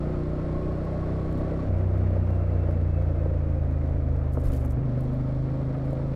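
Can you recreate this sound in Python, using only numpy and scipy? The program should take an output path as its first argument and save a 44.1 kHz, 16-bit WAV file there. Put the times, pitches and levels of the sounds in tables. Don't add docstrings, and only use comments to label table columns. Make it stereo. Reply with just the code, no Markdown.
import sys
import numpy as np
from scipy import signal
from scipy.fft import rfft, irfft
from scipy.io import wavfile

SR = 44100
rng = np.random.default_rng(int(sys.argv[2]) if len(sys.argv) > 2 else 0)


def wav_out(sig):
    wavfile.write(sys.argv[1], SR, np.round(np.clip(np.atleast_2d(sig).T, -1, 1) * 32767).astype(np.int16))


N = 271215
T = np.arange(N) / SR

# time in seconds, four-stroke cycles per second.
ENGINE_SPEED = [(0, 30.3), (1.62, 32.25), (1.69, 31.8), (1.76, 30.55), (2.0, 30.9), (3.8, 26.6),
                (4.15, 26.2), (4.28, 25.7), (4.41, 25.9), (4.49, 24.1), (4.58, 24.6), (4.74, 24.3),
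                (4.9, 25.2), (5.1, 25.6), (5.6, 26.45), (6.15, 27.0)]
# start in seconds, undamped size in cycles/s.
LASH_SWINGS = [(1.697, -2.5), (4.784, 4)]
# frequency in Hz, correlation.
LIKENESS = [(20, 0.05), (60, 0.2), (130, 1), (300, 0.93), (600, 0.94), (1100, 0.35), (2000, 0.63),
            (4000, 0.37), (9000, 0.089)]
# frequency in Hz, right minus left in dB.
RIGHT_LEAN = [(25, -11.5), (60, 5.5), (150, 4.5), (300, 4), (550, 2.5), (1100, 1.5), (2000, -0.5),
              (9000, 0.5)]
# frequency in Hz, relative dB per Hz.
WIND_COLOUR = [(8, -0.5), (18, 12.5), (35, 9.5), (70, 2.5), (130, 1.5), (250, -20), (800, -58)]
# frequency in Hz, relative dB per Hz.
ROAR_COLOUR = [(100, -13.5), (200, -2.5), (300, -1.5), (420, -6), (520, -1), (600, -0.5), (720, -9),
               (900, -15.5), (1300, -18), (1600, -22), (2200, -26.5), (3000, -38), (6000, -47),
               (15000, -70)]
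# time in seconds, level in dB before graininess.
CRUNCH_LEVEL = [(0, -53), (1.5, -69), (2.2, -54.5), (3.2, -67), (4.1, -61.5), (4.6, -57.5), (5.2, -59),
                (6.15, -56.5)]
# frequency in Hz, relative dB per Hz.
CRUNCH_COLOUR = [(400, -29.5), (800, 2.5), (1050, -5.5), (1300, 3.5), (1550, -14.5), (2500, -16),
                 (5000, -46)]
# start in seconds, length in seconds, level in dB before clumping.
SPRAY_BURSTS = [(4.429, 0.04, -54.5), (4.503, 0.066, -56.5)]
# start in seconds, length in seconds, level in dB before clumping.
CHIP_FLURRIES = [(1.30, 0.013, -69), (1.375, .02, -69), (1.965, .025, -74), (2.07, 0.016, -78),
                 (2.22, .035, -81.5), (2.335, .02, -71), (4.315, 0.037, -60.5), (4.378, 0.036, -63.5),
                 (4.58, 0.078, -66), (4.688, 0.034, -64), (4.975, 0.076, -72), (5.12, .025, -71),
                 (5.84, 0.026, -71), (5.90, 0.047, -75)]
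# time in seconds, relative level in dB, left minus right in dB before the lean.
STONES = [(0.852, -48, -4), (1.328, -42, 3), (1.3783, -46, -5), (4.333, -49, -4), (4.5664, -43, 3),
          (4.6506, -37, 2), (4.661, -40, -5), (4.707, -42, 2), (4.711, -39, -4), (4.7215, -44, 1),
          (5.008, -39.5, 1), (5.9077, -48, 15), (5.931, -44, -4)]
# frequency in Hz, relative dB per Hz.
GRIT_COLOUR = [(1000, -6), (2500, 0), (4500, 0), (7000, -1), (10500, 0), (13000, -1), (15000, -4),
               (16000, -9)]
# frequency in Hz, relative dB.
STONE_COLOUR = [(1000, -24), (3500, -7), (7000, -1), (11000, 0), (14000, -1), (16000, -7)]
# time in seconds, peak in dB, low-pass corner of the blow in Hz.
KNOCKS = [(0.069, -32.5, 795), (1.4415, -26.5, 690), (1.515, -23.5, 705), (1.648, -33, 795),
          (2.101, -24.5, 695), (2.162, -23, 800), (2.556, -30, 755), (2.683, -24, 736), (2.692, -29, 740),
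          (2.755, -29.5, 755), (3.2564, -21, 766), (3.309, -26, 700), (3.343, -31, 700), (4.371, -22, 1580),
          (4.377, -27, 804), (5.926, -24.5, 725)]
# lowest frequency in Hz, relative dB, t60 in seconds.
CHASSIS_MODES = [(307, -10, 0.054), (429, -3, 0.03), (515, 1.5, 0.044), (594, -1, 0.031), (700, -3.5, 0.02),
                 (960, -2, 0.01), (1308, -5.5, 0.012)]
# time in seconds, envelope peak in dB, frequency in Hz, swell in seconds.
HEAVES = [(4.371, -26.5, 254, 0.0047), (4.384, -31.5, 144, 0.012), (4.458, -20.5, 29.8, 0.019)]
# frequency in Hz, relative dB per Hz.
RUSH_COLOUR = [(1000, -17), (2400, -9.5), (3200, 3), (3800, 2), (4400, 3.5), (4900, -3), (5400, -1.5),
               (6200, -10.5), (7300, -8), (9500, -11.5), (11000, -18), (16000, -43)]
# multiple of the cycle rate (rounded for the tone), dB pulling, dB coasting.
WHINE = [(35.2, -61, -74), (42.3, -65.5, -77.5), (45.95, -71.5, -72), (90.9, -88.5, -81)]
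# frequency in Hz, width in Hz, lift in dB.
CASE = [(1109.4, 55, 7), (2600, 370, 9)]
# frequency in Hz, relative dB per Hz.
BURBLE_COLOUR = [(120, -27), (185, -6.5), (225, 7.5), (300, -2), (360, -5.5), (440, -19), (900, -64.5)]
# multiple of the cycle rate,
# dB pulling, dB coasting, dB gained per extra cycle/s.
ORDERS = [(1, -50, -54.5, 3.5), (2, -32, -27.5, 0.5), (3, -35, -23, 0.44), (4, -41.5, -41.5, 1.2),
          (5, -30, -32.5, -.5), (6, -35.5, -41.5, 0.06), (7, -51.5, -44.5, 2), (8, -41, -44, 2.35),
          (9, -39.5, -52, 0.1), (10, -39, -45, -0.34), (11, -45, -46, -1.5), (12, -44, -47.5, 0.95),
          (13, -54, -61, 1.6), (14, -43.5, -52.5, 2), (15, -62.5, -61.5, -2), (16, -60.5, -66.5, 1.3),
          (17, -63, -63.5, -3.5), (18, -59, -59.5, -1.5), (19, -52.5, -55.5, 0.6), (20, -59, -68, 1.5)]
# frequency in Hz, gain in dB.
PIPE = [(50, -0.5), (85, 1), (130, 1.5), (155, -0.5), (176, -2), (193, -4), (215, 4), (245, -2.5),
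        (265, -0.5), (280, -3), (298, -3), (322, 2), (345, 3.5), (370, 3.5), (415, -11), (480, -2.5),
        (507, 9), (540, 3.5), (620, 3)]

SHUT_S, SHUTTING_S, OPEN_S, OPENING_S = 1.645, 0.059, 4.755, 0.01733
LASH_HZ, LASH_DECAY_S = 5.6, 0.075
CRUISE_CYCLES_PER_S = 30

WIND_DB, WIND_POWER = -37.5, 1.1
ROAD_DB, ROAD_POWER = -37.5, 1.66
RUSH_DB, RUSH_POWER = -73.5, 1.3
BITE_DB, INTAKE_DB, INTAKE_LAG_S = 0.13, 8, 0.081

SPRAY_RISE_S, SPRAY_FALL_S = 0.019, 0.034
REBOUND_S, REBOUND_DB = 0.011, -23

SECOND_FIRING, START_TURN, COAST_LAG = 3 / 8, 0.22, 0.245
# (Hz, width in Hz).
MUFFLER, AIRBOX, BODYWORK = (61, 150), (100, 20), (100, 47)
# (Hz, width in Hz).
COAST_BOOM, COAST_RING = (71, 73), (356, 21)
GULP_LAG, GULP_SIZE = 0.43, 5.2
SURGE_DB, GROWL_DB, SURGE_S = 2.6, 2, 0.35

EDGE_HZ = 15850


def from_db(db):
    return 10 ** (np.asarray(db) / 20)


def unit(x):
    return x / np.sqrt(np.mean(x ** 2) + 1e-20)


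def follow(rows):
    return np.interp(T, *np.transpose(rows))


def since(s):
    return np.maximum(T - s, 0)


def ramp(s, length_s):
    return np.minimum(since(s) / length_s, 1)


def across(points):
    hz, value = np.transpose(points)
    return np.interp(np.log(np.fft.rfftfreq(N, 1 / SR) + 1), np.log(hz + 1), value)


def colour(x, points):
    return irfft(rfft(x) * from_db(across(points)), N)


def drift(rate_hz):
    values = rng.standard_normal(4096)
    return unit(np.interp(T * rate_hz * 2, np.arange(len(values)), values))


def noise_pair(points):
    shared, apart = rfft(rng.standard_normal((2, N)))
    same = np.clip(across(LIKENESS), -1, 1)
    middle = shared * np.sqrt(1 + same)
    side = apart * np.sqrt(1 - same)
    pair = middle + np.outer([1, -1], side)
    return unit(irfft(pair * from_db(across(points)), N))


def add(mix, s, sound):
    part = mix[..., max(round(s * SR), 0):][..., :sound.shape[-1]]
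    part += sound[..., :part.shape[-1]]


def ride():
    swing = np.zeros(N)
    for s, size in LASH_SWINGS:
        swing += size * np.sin(2 * np.pi * LASH_HZ * since(s)) * np.exp(-since(s) / LASH_DECAY_S)
    load = 1 - ramp(SHUT_S, SHUTTING_S) + ramp(OPEN_S, OPENING_S)
    return follow(ENGINE_SPEED) + swing, load


def pace(power):
    return (follow(ENGINE_SPEED) / CRUISE_CYCLES_PER_S) ** power


def wind():
    gust_db = 1.2 * drift(5)
    return noise_pair(WIND_COLOUR) * pace(WIND_POWER) * from_db(WIND_DB + gust_db)


def bursts(rows, rise_s, fall_s):
    return sum(from_db(db) * ramp(s, rise_s) * np.exp(-since(s + length) / fall_s)
               for s, length, db in rows)


def loose_gravel():
    return bursts(SPRAY_BURSTS, SPRAY_RISE_S, SPRAY_FALL_S)


def tyres(turns, load, lumpy_db=0.74, shake_db=1.08, shake_at=0.83, loose_db=2.5):
    shake = (1 - load) * np.cos(2 * np.pi * (turns - shake_at))
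    loose = loose_gravel()
    db = ROAD_DB + BITE_DB * load + shake_db * shake
    db = db + loose_db * loose / loose.max() + lumpy_db * drift(22)
    return noise_pair(ROAR_COLOUR) * pace(ROAD_POWER) * from_db(db)


def crunch(grainy_db=4.5):
    return noise_pair(CRUNCH_COLOUR) * from_db(follow(CRUNCH_LEVEL) + grainy_db * drift(60))


def grains(per_s, points, sharpness=6, count=14):
    out = np.zeros((2, N))
    for hz in np.geomspace(1500, 15000, count):
        struck = rng.random((2, N)) < per_s / count / SR
        clicks = rng.standard_normal((2, N)) * struck
        out += signal.lfilter(*signal.iirpeak(hz, sharpness, fs=SR), clicks)
    return unit(colour(out, points))


def flung_stones(stone_s=0.0006, stone_db=-3.0, chips=0.04, chips_s=0.012):
    stones, t = np.zeros((2, N)), T[:SR // 10]
    for s, db, pan_db in STONES:
        decay = np.exp(-t / stone_s) + chips * np.exp(-t / chips_s)
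        tick = rng.standard_normal((2, len(t))) * decay
        tick = tick * from_db(db + stone_db + np.array([[pan_db], [-pan_db]]) / 2)
        add(stones, s, tick)
        add(stones, s + REBOUND_S * rng.uniform(0.89, 1.1), tick[::-1] * from_db(REBOUND_DB))
    return colour(stones, STONE_COLOUR)


def grit(load, spray_per_s=16000, flurry_per_s=6000, flurry_rise_s=0.014, flurry_fall_s=0.011,
         dust_db=-100, flung_db=4, clump_db=2.0):
    spray = grains(spray_per_s, GRIT_COLOUR) * loose_gravel()
    flurries = grains(flurry_per_s, STONE_COLOUR) * bursts(CHIP_FLURRIES, flurry_rise_s, flurry_fall_s)
    clumps = from_db(clump_db * drift(120))
    dust = noise_pair(GRIT_COLOUR) * from_db(dust_db + flung_db * load)
    return (spray + flurries) * clumps + dust + flung_stones()


def bumps(blow_s=0.0026, rattle=0.063):
    out, t = np.zeros((2, N)), T[:SR // 5]
    for s, db, top_hz in KNOCKS:
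        ring = np.zeros(len(t))
        for k, (hz, mode_db, t60_s) in enumerate(CHASSIS_MODES):
            decay = from_db(mode_db - 60 * t / t60_s)
            ring += (-1) ** k * decay * np.sin(2 * np.pi * hz * rng.uniform(1.0, 1.04) * t)
        blow = rattle * rng.standard_normal(len(t)) * np.exp(-t / blow_s)
        blow[0] = 1
        cushion = signal.butter(6, top_hz, fs=SR, output="sos")
        knock = signal.sosfilt(cushion, signal.fftconvolve(ring, blow))
        add(out, s, from_db(db) * knock / abs(knock).max())
    for s, db, hz, swell_s in HEAVES:
        swell = t / swell_s * np.exp(1 - t / swell_s)
        add(out, s, from_db(db) * swell * np.sin(2 * np.pi * hz * t))
    return out


def firings(turns, length):
    return unit(sum(np.exp(-((turns - at) % 1) / length) for at in (0, SECOND_FIRING)))


def machinery(turns, load, throb=0.3):
    beat = unit(1 - throb + throb * firings(turns, length=0.17))
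    draw = np.minimum(load, np.interp(T - INTAKE_LAG_S, T, load))
    return noise_pair(RUSH_COLOUR) * beat * pace(RUSH_POWER) * from_db(RUSH_DB + INTAKE_DB * draw)


def gears(turns, speed, load, waver_db=3.0, slop=0.1, chop=0.91, chop_at=0.14, power=3):
    out = np.zeros(N)
    for order, pulling_db, coasting_db in WHINE:
        case_db = sum(db / (1 + (2 * (order * speed - hz) / width) ** 2) for hz, width, db in CASE)
        db = pulling_db * load + coasting_db * (1 - load) + case_db + waver_db * drift(16)
        out += from_db(db) * np.sin(2 * np.pi * (round(order) * turns + slop * drift(14)))
    spurts = unit(np.exp(chop * np.cos(2 * np.pi * (turns - chop_at))))
    return np.sqrt(2) * out * (1 - load + load * spurts * pace(power))


def burble(turns, load, level_db=-45.5, ragged=0.41):
    puffs = firings(turns, length=1.0) * (1 + ragged * drift(14))
    gas = unit(colour(rng.standard_normal(N), BURBLE_COLOUR))
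    return gas * puffs * (1 - load) * from_db(level_db)


def pickup(db=-27, hz=285, ring_s=0.03):
    out, t = np.zeros(N), T[:SR // 4]
    add(out, OPEN_S + OPENING_S, from_db(db) * np.sin(2 * np.pi * hz * t) * np.exp(-t / ring_s))
    return out


def resonance(hz, centre_hz, width_hz):
    return 1 / (1 + 1j * (hz / centre_hz - centre_hz / hz) * centre_hz / width_hz)


def delayed(order, cycles):
    return np.exp(-2j * np.pi * order * cycles)


def pulse_phases(order, hz):
    if order <= 14:
        pair = -1 - delayed(order, SECOND_FIRING)
        gulp = GULP_SIZE * delayed(order, GULP_LAG) * resonance(hz, *AIRBOX)
        pulling = (pair * resonance(hz, *MUFFLER) + gulp) * resonance(hz, *BODYWORK)
        coasting = pair * delayed(order, COAST_LAG)
        coasting = coasting * resonance(hz, *COAST_BOOM) * resonance(hz, *COAST_RING)
    else:
        pulling = coasting = delayed(order, rng.random())
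    return pulling / abs(pulling), coasting / abs(coasting)


def exhaust(turns, speed, load, uneven=0.069, rough=0.072, waver_db=2.0):
    low, high = np.zeros(N), np.zeros(N)
    spin, wave = np.exp(2j * np.pi * turns), np.ones(N, complex)
    pipe_hz, pipe_db = np.transpose(PIPE)
    for order, (_, pulling_db, coasting_db, rev_db) in enumerate(ORDERS, 1):
        wave, hz = wave * spin, order * speed
        pulling, coasting = pulse_phases(order, hz)
        path = from_db(pulling_db) * load * pulling + from_db(coasting_db) * (1 - load) * coasting
        gain_db = rev_db * (speed - CRUISE_CYCLES_PER_S) + np.interp(hz, pipe_hz, pipe_db)
        partial = (wave * path).real * from_db(gain_db)
        if order <= 6:
            low += partial
        else:
            high += partial * from_db(waver_db * drift(4))
    low = low * (1 + uneven * drift(25))
    high = high * (1 + rough * drift(30))
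    surge = ramp(OPEN_S, OPENING_S) * np.exp(-since(OPEN_S) / SURGE_S)
    return low * from_db(SURGE_DB * surge) + high * from_db(GROWL_DB * surge)


def scene():
    speed, load = ride()
    turns = START_TURN + np.cumsum(speed) / SR
    road = tyres(turns, load) + crunch() + grit(load) + bumps()
    engine = machinery(turns, load) + gears(turns, speed, load) + burble(turns, load)
    engine = engine + pickup() + exhaust(turns, speed, load)
    mix = (wind() + road + engine) * signal.windows.tukey(N, 0.002)
    return irfft(rfft(mix) * from_db(np.outer([-0.5, 0.5], across(RIGHT_LEAN))), N)


def record(dry):
    low_pass = signal.firwin(511, EDGE_HZ, window=("kaiser", 9), fs=SR)
    return signal.oaconvolve(dry, low_pass[None], "same")


dry = scene()
out = record(dry)
wav_out(out)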